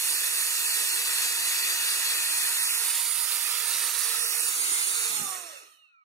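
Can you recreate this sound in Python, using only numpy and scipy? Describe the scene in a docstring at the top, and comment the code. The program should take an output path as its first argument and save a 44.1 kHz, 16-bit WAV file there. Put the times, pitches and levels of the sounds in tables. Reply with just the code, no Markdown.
"""A loud rush of air with a motor whine in it: a hand-held electric blower dusts an opened laptop.
The rush is random noise with a shifting colour; the whine is sines on multiples of the shaft's speed.
The blower is swept across two microphones, drawn back to the side and switched off; its shaft coasts down
and is braked, with a short low rumble, two tiny squeaks and two thin falling whistles (noise and sines)."""
import sys
import numpy as np
from scipy import signal
from scipy.io import wavfile
from scipy.ndimage import uniform_filter1d

SR = 44100
rng = np.random.default_rng(int(sys.argv[2]) if len(sys.argv) > 2 else 0)


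def wav_out(sig):
    """Save sig, one row per channel (or a flat mono array), as 16-bit PCM at SR to the path in sys.argv[1]."""
    wavfile.write(sys.argv[1], SR, np.round(np.clip(np.atleast_2d(sig).T, -1, 1) * 32767).astype(np.int16))


N = 266364


def gain_of(db):
    """Turn decibels into a factor on amplitude."""
    return 10 ** (np.asarray(db) / 20)


def evened(x):
    """Scale a signal to rms 1."""
    return x / np.sqrt(np.mean(x ** 2) + 1e-20)


def follow(rows, t):
    """Read every column of a table at the times t, in straight lines between rows."""
    s, *columns = np.transpose(rows)
    return [np.interp(t, s, c) for c in columns]


def wander(t, low_hz, high_hz):
    """Slow random movement of rms 1: sines of random phase, the slower ones larger."""
    total = 0
    for f in np.geomspace(low_hz, high_hz, num=24):
        total = total + np.sin(2 * np.pi * (f * t + rng.random())) / np.sqrt(f)
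    return evened(total)


# a short low rumble after switch-off: time_s [s], level_db [dB, average of both sides before it turns lumpy]
RUMBLE_LEVEL = [(5.04, -120), (5.076, -97), (5.088, -74), (5.1, -59), (5.178, -60), (5.204, -47),
                (5.246, -52), (5.334, -72), (5.4, -76)]


def rumble():
    """Lumpy low noise, as from air or a hand brushing the camera, partly shared by both microphones."""
    t = np.arange(N) / SR
    low_band = signal.butter(3, [130, 330], "band", fs=SR, output="sos")
    shared, left, right = signal.sosfilt(low_band, rng.standard_normal((3, N)))
    noise = evened(shared + 1.1 * np.array([left, right]))
    level_db = follow(RUMBLE_LEVEL, t)[0] + 1.8 * wander(t, 31, 55)
    sounding = (t > RUMBLE_LEVEL[0][0]) * (t < RUMBLE_LEVEL[-1][0])
    return noise * gain_of(level_db) * sounding * gain_of([[-1.5], [1.5]])


# tiny high squeaks: start_s [s], peak_db [dB, before the left-right gains], top_pitch_hz [Hz], length_s [s]
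SQUEAK_EVENTS = [(5.5872, -57, 11000, 0.016), (5.624, -57, 11100, 0.016)]


def squeaks():
    """Brief chirps, mostly on the right, whose pitch arches up and down while the shaft slows."""
    out = np.zeros(N)
    for start_s, peak_db, top_hz, length_s in SQUEAK_EVENTS:
        u = np.arange(round(length_s * SR)) / (length_s * SR)  # 0 to 1 along the squeak
        arch_hz = top_hz * (1 - 0.11 * (u - .45) ** 2)
        tone = np.sin(2 * np.pi * np.cumsum(arch_hz) / SR)
        out[round(start_s * SR):][:len(u)] += gain_of(peak_db) * np.sin(np.pi * u) * tone
    return out * gain_of([[-12], [3]])


PHASE_EDGE_HZ = 5030  # above this pitch the left-right phase difference is set to zero


def lag_phase(hz, lag_ms):
    """Phase by which the left side trails for a given lag, set to zero above a steep edge."""
    return 2 * np.pi * hz * lag_ms / 1000 / (1 + (hz / PHASE_EDGE_HZ) ** 24)


# the blower's path, also used by the rush: time_s [s], left_lag_ms [ms the left microphone trails, before
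# the factors below], treble_likeness [0-1 between sides], treble_db [dB], lean_db [dB, left minus right]
BLOWER_PATH = [(0.0, -0.15, 0.8, -0.5, -0.5), (0.6, -0.16, 0.63, -0.5, -0.5), (1.0, -0.17, 1, -2.5, 0),
               (2.0, -0.16, 0.7, -3.5, 0), (2.8, -0.13, 0.2, 1, 2), (3.0, 0.032, 0, 4.5, 3.5),
               (3.5, 0.11, 0.8, -0.5, -0.5), (4.0, -0.025, 0.2, 2.5, -2), (4.2, -0.14, 0, 2, 0.5),
               (4.4, -0.13, 0.9, 4, -0.5), (4.7, -0.36, 0.2, -0.5, -1), (5.05, -0.195, 0.1, 0, -3.5),
               (5.25, -0.47, 0, 3.5, -1.5), (5.32, 0.5, 0.7, 3.5, -0.5), (5.64, 0.45, 0.5, -3.5, 4),
               (5.74, 0.46, 0.1, 13, -2), (6.04, 0.43, 0.16, -6, -2)]
BEAT_HZ = 7.6  # average; it wanders


def whine(t, hz, levels_db, partials, waver=3, unsteady=0.00013, far_right_db=0, halo=0.2, halo_hz=40):
    """Sines on multiples of a slightly unsteady pitch, each beating and wavering at each microphone."""
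    hz = hz * (1 + unsteady * wander(t, 8.6, 57))
    lag_ms, turns = follow(BLOWER_PATH, t)[0], np.cumsum(hz) / SR
    at_speed = np.clip(12 * hz / hz[0] - 11, 0, 1)  # 1 at the first pitch, 0 once a twelfth lower
    waver_db = waver * (0.64 + 0.48 * at_speed)
    # far to the right the left microphone hears less
    swing_db = far_right_db * np.clip(lag_ms / 0.26, 0, 1) ** 2
    beat_hz = BEAT_HZ * (1 + 0.36 * wander(t, 1.5, 6.5))
    beat = at_speed * np.exp(2j * np.pi * np.cumsum(beat_hz) / SR)
    smooth = signal.butter(3, halo_hz, fs=SR, output="sos")
    out = np.zeros((2, N))
    for (order, lean_db, lag_factor, share), db in zip(partials, levels_db):
        tone = np.exp(2j * np.pi * order * turns)
        tone = tone * (1 + share * beat) / np.sqrt(1 + (share * at_speed) ** 2)
        lean_db = lean_db + swing_db
        lean_balance = np.sqrt(np.cosh(lean_db * np.log(10) / 20))  # leaning leaves the total power alone
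        blur = signal.sosfilt(smooth, rng.standard_normal((2, 2, len(t))))  # turbulence smears each line
        for side, trail in enumerate((lag_phase(order * hz, lag_factor * lag_ms), 0)):
            level_db = db + (.5 - side) * lean_db + waver_db * wander(t, 3.3, 25)
            size = gain_of(level_db) / lean_balance
            smear = 1 + halo * evened(blur[side, 0]) + 1j * halo * evened(blur[side, 1])
            smear = smear / np.sqrt(1 + 2 * halo ** 2)
            heard = (tone * np.exp(-1j * trail) * smear).real
            out[side, round(t[0] * SR):][:len(t)] += np.sqrt(2) * size * heard
    fade = np.interp(np.arange(N) / SR, [t[0] - 1e-3, t[0] + .02, t[-1] - .02, t[-1]], [0, 1, 1, 0])
    return out * fade


# the two whistles, lower then upper: multiple [times the upper whistle's pitch], lean_db [dB, left minus right],
# lag_factor [times the left lag], beat_share [0-1, strength of a close neighbour tone near the first pitch]
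WHISTLE_TONES = [(0.556, -3, 0.96, .05), (1, -4, 0.59, .05)]
# swell of the lower, then the upper whistle: loudest_s [s], level_db [dB], rise [dB per s], fall [dB per s]
WHISTLE_SWELLS = [(5.93, -62, 400, 10), (5.8, -61, 130, 45)]
WHISTLE_START_S, WHISTLE_HZ, WHISTLE_SLOWING_PER_S = 5.62, 3541, 1.11


def whistles():
    """Two thin tones that fall together at the end of the coasting, slowing by drag."""
    t = np.arange(round(WHISTLE_START_S * SR), N) / SR
    hz = WHISTLE_HZ * np.exp(-WHISTLE_SLOWING_PER_S * (t - WHISTLE_START_S))
    levels_db = []
    for loudest_s, db, rise, fall in WHISTLE_SWELLS:
        before, after = np.maximum(loudest_s - t, 0), np.maximum(t - loudest_s, 0)
        levels_db.append(db - rise * before - fall * after)
    return whine(t, hz, levels_db, WHISTLE_TONES, waver=4, unsteady=.002, halo=0.15, halo_hz=80)


# shaft speed, drifting a little under load, then coasting and braked: time_s [s], turns_hz [Hz]
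SHAFT_SPEED = [(0.0, 468.9), (0.55, 469.4), (1.3, 468.5), (1.7, 469.2), (2.35, 469.4), (3.1, 468.7),
               (3.9, 468.5), (4.4, 468.8), (4.55, 469.5), (4.8, 468.0), (4.97, 468.0), (5.06, 455.5),
               (5.21, 416.5), (5.3, 381.5), (5.46, 341.5), (5.51, 313.5), (5.56, 272), (5.63, 236)]
# tones of the shaft: order [multiple of its speed], lean_db [dB, left minus right], lag_factor [times the left
# lag], beat_share [0-1, strength of a close neighbour tone that beats with it under power]
SHAFT_TONES = [(1, 14.5, 1.2, 0.3), (2, 3.5, 2.45, 0.25), (3, 4.5, 0.42, 0.47), (10, 5.5, 1.27, 0),
               (20, -19, 1.1, 0.3)]
# whine as the housing turns, then as each order coasts down through the housing's resonances:
# time_s [s], then level_db [dB] of shaft orders 1, 2, 3, 10 and 20
WHINE_LEVELS = [(0.0, -66, -50, -70, -43, -37.5), (0.35, -66, -51.5, -62, -44, -36),
                (0.65, -63, -50, -64, -43, -39), (1.1, -58, -49, -58, -43, -39.5),
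                (1.4, -66, -48.5, -62, -41, -37.5), (1.7, -67, -50, -53, -39.5, -41),
                (2.05, -61, -51, -55, -41.5, -39), (2.3, -68, -49, -55, -42, -34),
                (3.15, -66.5, -53, -60, -46, -32.5), (3.5, -63, -52, -60, -47.5, -41),
                (3.77, -62, -53, -53.5, -44, -34), (4.3, -53, -55.5, -59, -45.5, -34.5),
                (4.5, -57.5, -54, -58, -45, -34.5), (4.75, -65, -54, -56.5, -46.5, -33),
                (4.96, -59, -53, -52, -44, -35), (5.07, -51, -54, -61, -47, -41),
                (5.17, -61, -53, -52, -46, -54), (5.28, -61, -47, -42, -66, -72),
                (5.38, -62, -51.5, -49.5, -66, -85), (5.46, -63, -53.5, -61, -78, -90),
                (5.535, -76, -55, -76, -68, -95), (5.575, -91, -57, -86, -43, -99),
                (5.62, -99, -67, -86.5, -67, -99)]


def motor():
    """Motor and impeller: tones on multiples of the shaft's speed, falling as it coasts down."""
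    t = np.arange(round(SHAFT_SPEED[-1][0] * SR)) / SR
    speed_hz = follow(SHAFT_SPEED, t)[0]
    return whine(t, speed_hz, follow(WHINE_LEVELS, t), SHAFT_TONES, waver=2.2, far_right_db=-12)


RUSH_DB, OFF_S, QUIET_DB = -26.5, 5.05, -80.5  # level while on, switch-off time, lowest level
SAG_DB_PER_S, SAG_DB_PER_S2 = 13, 48.5


def rush_db(t):
    """Level of the jet: it holds, then dies ever faster after switch-off."""
    since = np.maximum(t - OFF_S, 0)
    return np.maximum(RUSH_DB - SAG_DB_PER_S * since - SAG_DB_PER_S2 * since ** 2, QUIET_DB)


# narrow peaks and dips in the colour of the rush: pitch_hz [Hz], width_hz [Hz], held_strength (at the fan or
# drawn back) and swept_strength [dB before the factor of 1.5 or more]
NARROW_PEAKS = [(334, 67, 6, 6), (1260, 120, 3.5, 3.5), (1866, 205, 4, 2), (2592, 270, 4, 3.5),
                (3120, 260, -5, -3), (3690, 81, 2, 1), (4275, 180, 3, 1), (4960, 220, -6, -2),
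                (6550, 200, 3.5, 1.5)]


def narrow_colour_db(t, hz, swept):
    """Narrow peaks and dips in the rush; the weaker the jet, the more they stand out."""
    prominence = 1.5 + 0.012 * (RUSH_DB - rush_db(t))
    total = 0
    for f, width, held, swept_strength in NARROW_PEAKS:
        strength = held + swept * (swept_strength - held)
        total = total + strength / (1 + (2 * (hz - f) / width) ** 2)
    return prominence * total


# moments when the upper mids are opposite in phase left and right and the centre sounds hollow:
# middle_s [s], length_s [s], pitch_hz [Hz], width_hz [Hz]
HOLLOW_MOMENTS = [(0.17, .06, 3600, 900), (0.7, .09, 3500, 1000), (0.92, .07, 3500, 1000),
                  (1.42, .07, 3300, 500), (2.17, .06, 3600, 500), (2.34, .05, 3700, 500),
                  (2.63, .11, 3100, 800), (2.72, .13, 3900, 1500), (4.26, .09, 3700, 1100),
                  (4.3, .12, 4000, 500), (4.41, .06, 3300, 600), (4.45, .09, 2100, 400),
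                  (4.65, .15, 1780, 200)]
OPPOSED_WIDTH = .8  # radians from opposition within which random patches also turn hollow


def hollow_patches(t, hz, lag_ms, swirl):
    """How far (0-1) left and right are opposite in phase at each pitch and moment."""
    listed = np.max([np.exp(-(2 * (t - s) / length) ** 10 - (2 * (hz - f) / width) ** 10)
                     for s, length, f, width in HOLLOW_MOMENTS], axis=0)
    opposed = np.exp(-((lag_phase(hz, lag_ms) + np.pi) / OPPOSED_WIDTH) ** 4) * (hz > 2900)
    return np.clip(np.maximum(2 * listed, 3 * opposed * (swirl - .9)), 0, 1)


def smoothed(x, hz_bins, frames):
    """Blur random values over pitch and time into patches of rms 1."""
    return evened(uniform_filter1d(uniform_filter1d(x, size=hz_bins, axis=-2), size=frames, axis=-1))


# colour of the rush: pitch_hz [Hz], then left_db and right_db [dB, relative] for each of six poses:
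# at the fan, swept across, returning, drawn back, slowing, nearly still
POSE_COLOURS = [(80, -71.5, -40, -70.5, -35, -65, -37.5, -72, -40.5, -60, -59.5, -36, -36.5),
                (143, -67, -50, -66.5, -31, -61, -41, -63, -50, -57, -57, -32, -26),
                (226, -32.5, -34, -45, -40, -28, -40, -31, -40, -28, -35, -26.5, -25),
                (323, -18.5, -22, -29, -32.5, -18, -27.5, -14, -24, -25, -15, -21, -27),
                (451, -17, -11.5, -19, -8, -17, -9, -15, -13.5, -15, 0, -21.5, -16.5),
                (676, -16.5, -13, -22, -14.5, -16, -10, -17, -12.5, -2.5, -4.5, -10, -9),
                (813, -11, -17, -12.5, -12, -6.5, -15, -4.5, -19, -3.5, -8, -18, -13),
                (1027, -6, -12.5, -8, -10, -9.5, -7, -6, -8.5, -16, 3, -16, -18),
                (1274, -6, -7, -8, -0.5, -3, -0.5, 1, -7, 1.5, 3, 2.5, 6),
                (1560, -2, -3.0, -7, -6, -6, -1, 2, -2.5, -10, -2, -19, -23),
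                (1866, -0.5, 0.5, -9, 1, 1.5, 0, -6, -8.5, -8.5, -7.5, -17.5, -8.5),
                (2134, -3, -5, 0.5, -2.5, -2.5, -1.5, 5.5, -1, -10, -3, -38, -20),
                (2544, 1, -5.5, -10, -2, -2, -4.5, -2.5, -9.5, -7, 1.5, 1, -11.5),
                (2980, 1, 1, -1.5, 2, 3.5, -2, 4.5, 1.5, -5, -4, -1, 7),
                (3580, 2, 5.5, -4, 3.5, -14, 4.5, 1.5, -4, 0, 2, -17, -20),
                (3700, 0, 0, 2, 0.5, 7.5, -3.5, 1, 2, -6, -2, -20, 2.5),
                (4280, 0, 4.5, -2.5, 2, -1, 6, 2, -6.5, -10, -3, -9, -5),
                (4700, 0, 0.5, -5.5, 4.5, -19, 0.5, 1, -5, -12, -3, -33, -24),
                (5640, 0, 4, -3, 1.5, 7.5, 3, 1.5, 0, 0, 6, -10, -11),
                (5900, 1.0, -3, -5, -4.5, -2.5, 3, -2.5, 0, -8, -4, -32, -13),
                (7270, -4.5, 6, -7.5, 4, -8.5, 2.5, 4, 5.5, -10, 3, -34, -24.5),
                (7960, 3.5, 4, -12, 2, -7.5, 4, -14, 4, -13.5, -2, -30, -21.5),
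                (8750, -1, 7, -12, 6.5, -9, 5.5, 2, 8, -6.5, 8.5, -31.5, -17.5),
                (10200, 3, 7, -14, 9, -16, 7.5, -6, 8.5, -15, -1.5, -36, -25),
                (11280, -6, 4, -16, 3, -9, -0.5, -3, 0.5, -14.5, -5, -35, -27),
                (12670, 2.5, 1.5, -9, 1, -7.5, 5, -6, -2.5, -16.5, -2, -37, -29.5),
                (13500, -12, 0, -14, 3.5, -14, -2, -17, -1, -34, -8, -37, -27),
                (15100, -11.5, 1.5, -29.5, -5, -19, -6.5, -13, -5.5, -24, -8, -38, -30),
                (16700, -13, -3, -30, -3, -22, -3, -19, -8, -62.0, -56, -37, -36.5),
                (15600, -22, -32, -42, -1, -24, -0.5, -22, -3, -61, -61, -41, -38)]
# which pose when: time_s [s], pose_number [0-5, in the order above]
POSE_TIMES = [(0, 0), (2.5, 0), (3.1, 1), (3.55, 1), (3.75, 2), (4.35, 2), (4.6, 3), (5.0, 3), (5.4, 4),
              (5.6, 4), (5.8, 5)]
# around this pitch the rush's left lag is shorter: pitch_hz [Hz], width_hz [Hz], share_lost [0-1]
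SHORTER_LAG = (2600, 900, .45)
LIKENESS = 0.72  # left-right likeness of the lower rush, 0-1
GAP_HZ, GAP_WIDTH_HZ, GAP_DB = 4800, 5000, 28


def rush():
    """Turbulent air: random short-time spectra with the colour of each pose, in drifting patches."""
    frames, hz = N // 256 + 5, np.fft.rfftfreq(1024, 1 / SR)[:, None]
    t = np.arange(frames) * 256 / SR
    lag_ms, treble_same, bright_db, lean_db = follow(BLOWER_PATH, t)

    # blend the colours of neighbouring poses, then add narrow peaks, treble and lean
    log_rows = [(np.log(f), *db) for f, *db in POSE_COLOURS]
    poses = np.reshape(follow(log_rows, np.log(hz[:, 0] + 1)), (-1, 2, len(hz)))
    pose_number = follow(POSE_TIMES, t)[0]
    share = np.maximum(1 - abs(pose_number - np.arange(len(poses))[:, None]), 0)
    colour_db = np.einsum("pcf,pt->cft", poses, share)
    narrow_db = narrow_colour_db(t, hz, share[1] + share[2])
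    treble = 1 / (1 + (6500 / (hz + 1)) ** 6)
    colour_db += narrow_db + treble * bright_db + np.array([.5, -.5])[:, None, None] * lean_db
    colour = gain_of(colour_db)
    colour /= np.sqrt((colour ** 2).mean((0, 1)))

    a, b, c, d, left_patch, right_patch, gap_chance, swirl = rng.standard_normal((frames, 513, 8)).T
    swirl = smoothed(swirl, 7, 11)
    gap_chance = smoothed(gap_chance, 4, 11)
    patches = smoothed(np.array([left_patch, right_patch]), 4, 9)
    # random brief narrow gaps in the upper mids, deeper where the narrow colour is weak
    gap_depth = np.clip(3 * (gap_chance - 1.25 - .1 * narrow_db), 0, 1)
    gaps_db = -GAP_DB * gap_depth / (1 + (2 * (hz - GAP_HZ) / GAP_WIDTH_HZ) ** 4)
    # the very faint bass switches irregularly on and off
    bass = 1 / (1 + (hz / 230) ** 6)
    bass_flicker_db = 16 * bass * (np.tanh(2 * wander(t, 2.5, 16)) - .4)
    gusts_db = .5 * wander(t, 2.2, 30)

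    # the left side is partly the right side's noise with a lag, partly its own
    hollow = hollow_patches(t, hz, lag_ms, swirl)
    same = np.clip(LIKENESS + treble * (treble_same - LIKENESS), 0, 1)
    same = same + hollow * (1 - same)
    short_hz, short_width_hz, share_lost = SHORTER_LAG
    shortening = 1 - share_lost * np.exp(-(2 * (hz - short_hz) / short_width_hz) ** 2)
    trail = lag_phase(hz, lag_ms) * shortening
    trail = trail - hollow * (np.pi + trail)  # hollow patches move to half a turn apart
    colour = colour + hollow * (colour.mean(0) - colour)
    right = a + 1j * b
    left = same * right * np.exp(-1j * trail) + np.sqrt(abs(1 - same ** 2)) * (c + 1j * d)

    patchy_db = 2.2 * patches * (1 - hollow)
    moving_db = patchy_db + gusts_db + bass_flicker_db + gaps_db
    spectra = np.array([left, right]) * colour * gain_of(moving_db)
    air = evened(signal.istft(spectra, nperseg=1024, noverlap=768)[1][:, :N])
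    return air * gain_of(rush_db(np.arange(N) / SR))


def scene():
    """All the layers together, left and right."""
    return rumble() + squeaks() + whistles() + motor() + rush()


EDGE_HZ = 15760


def record(dry):
    """The recorder's band limit: a low-pass filter removes the highest treble."""
    low_pass = signal.firwin(511, EDGE_HZ, window=("kaiser", 9), fs=SR)
    return signal.oaconvolve(dry, low_pass[None], "same")


dry = scene()
out = record(dry)
wav_out(out)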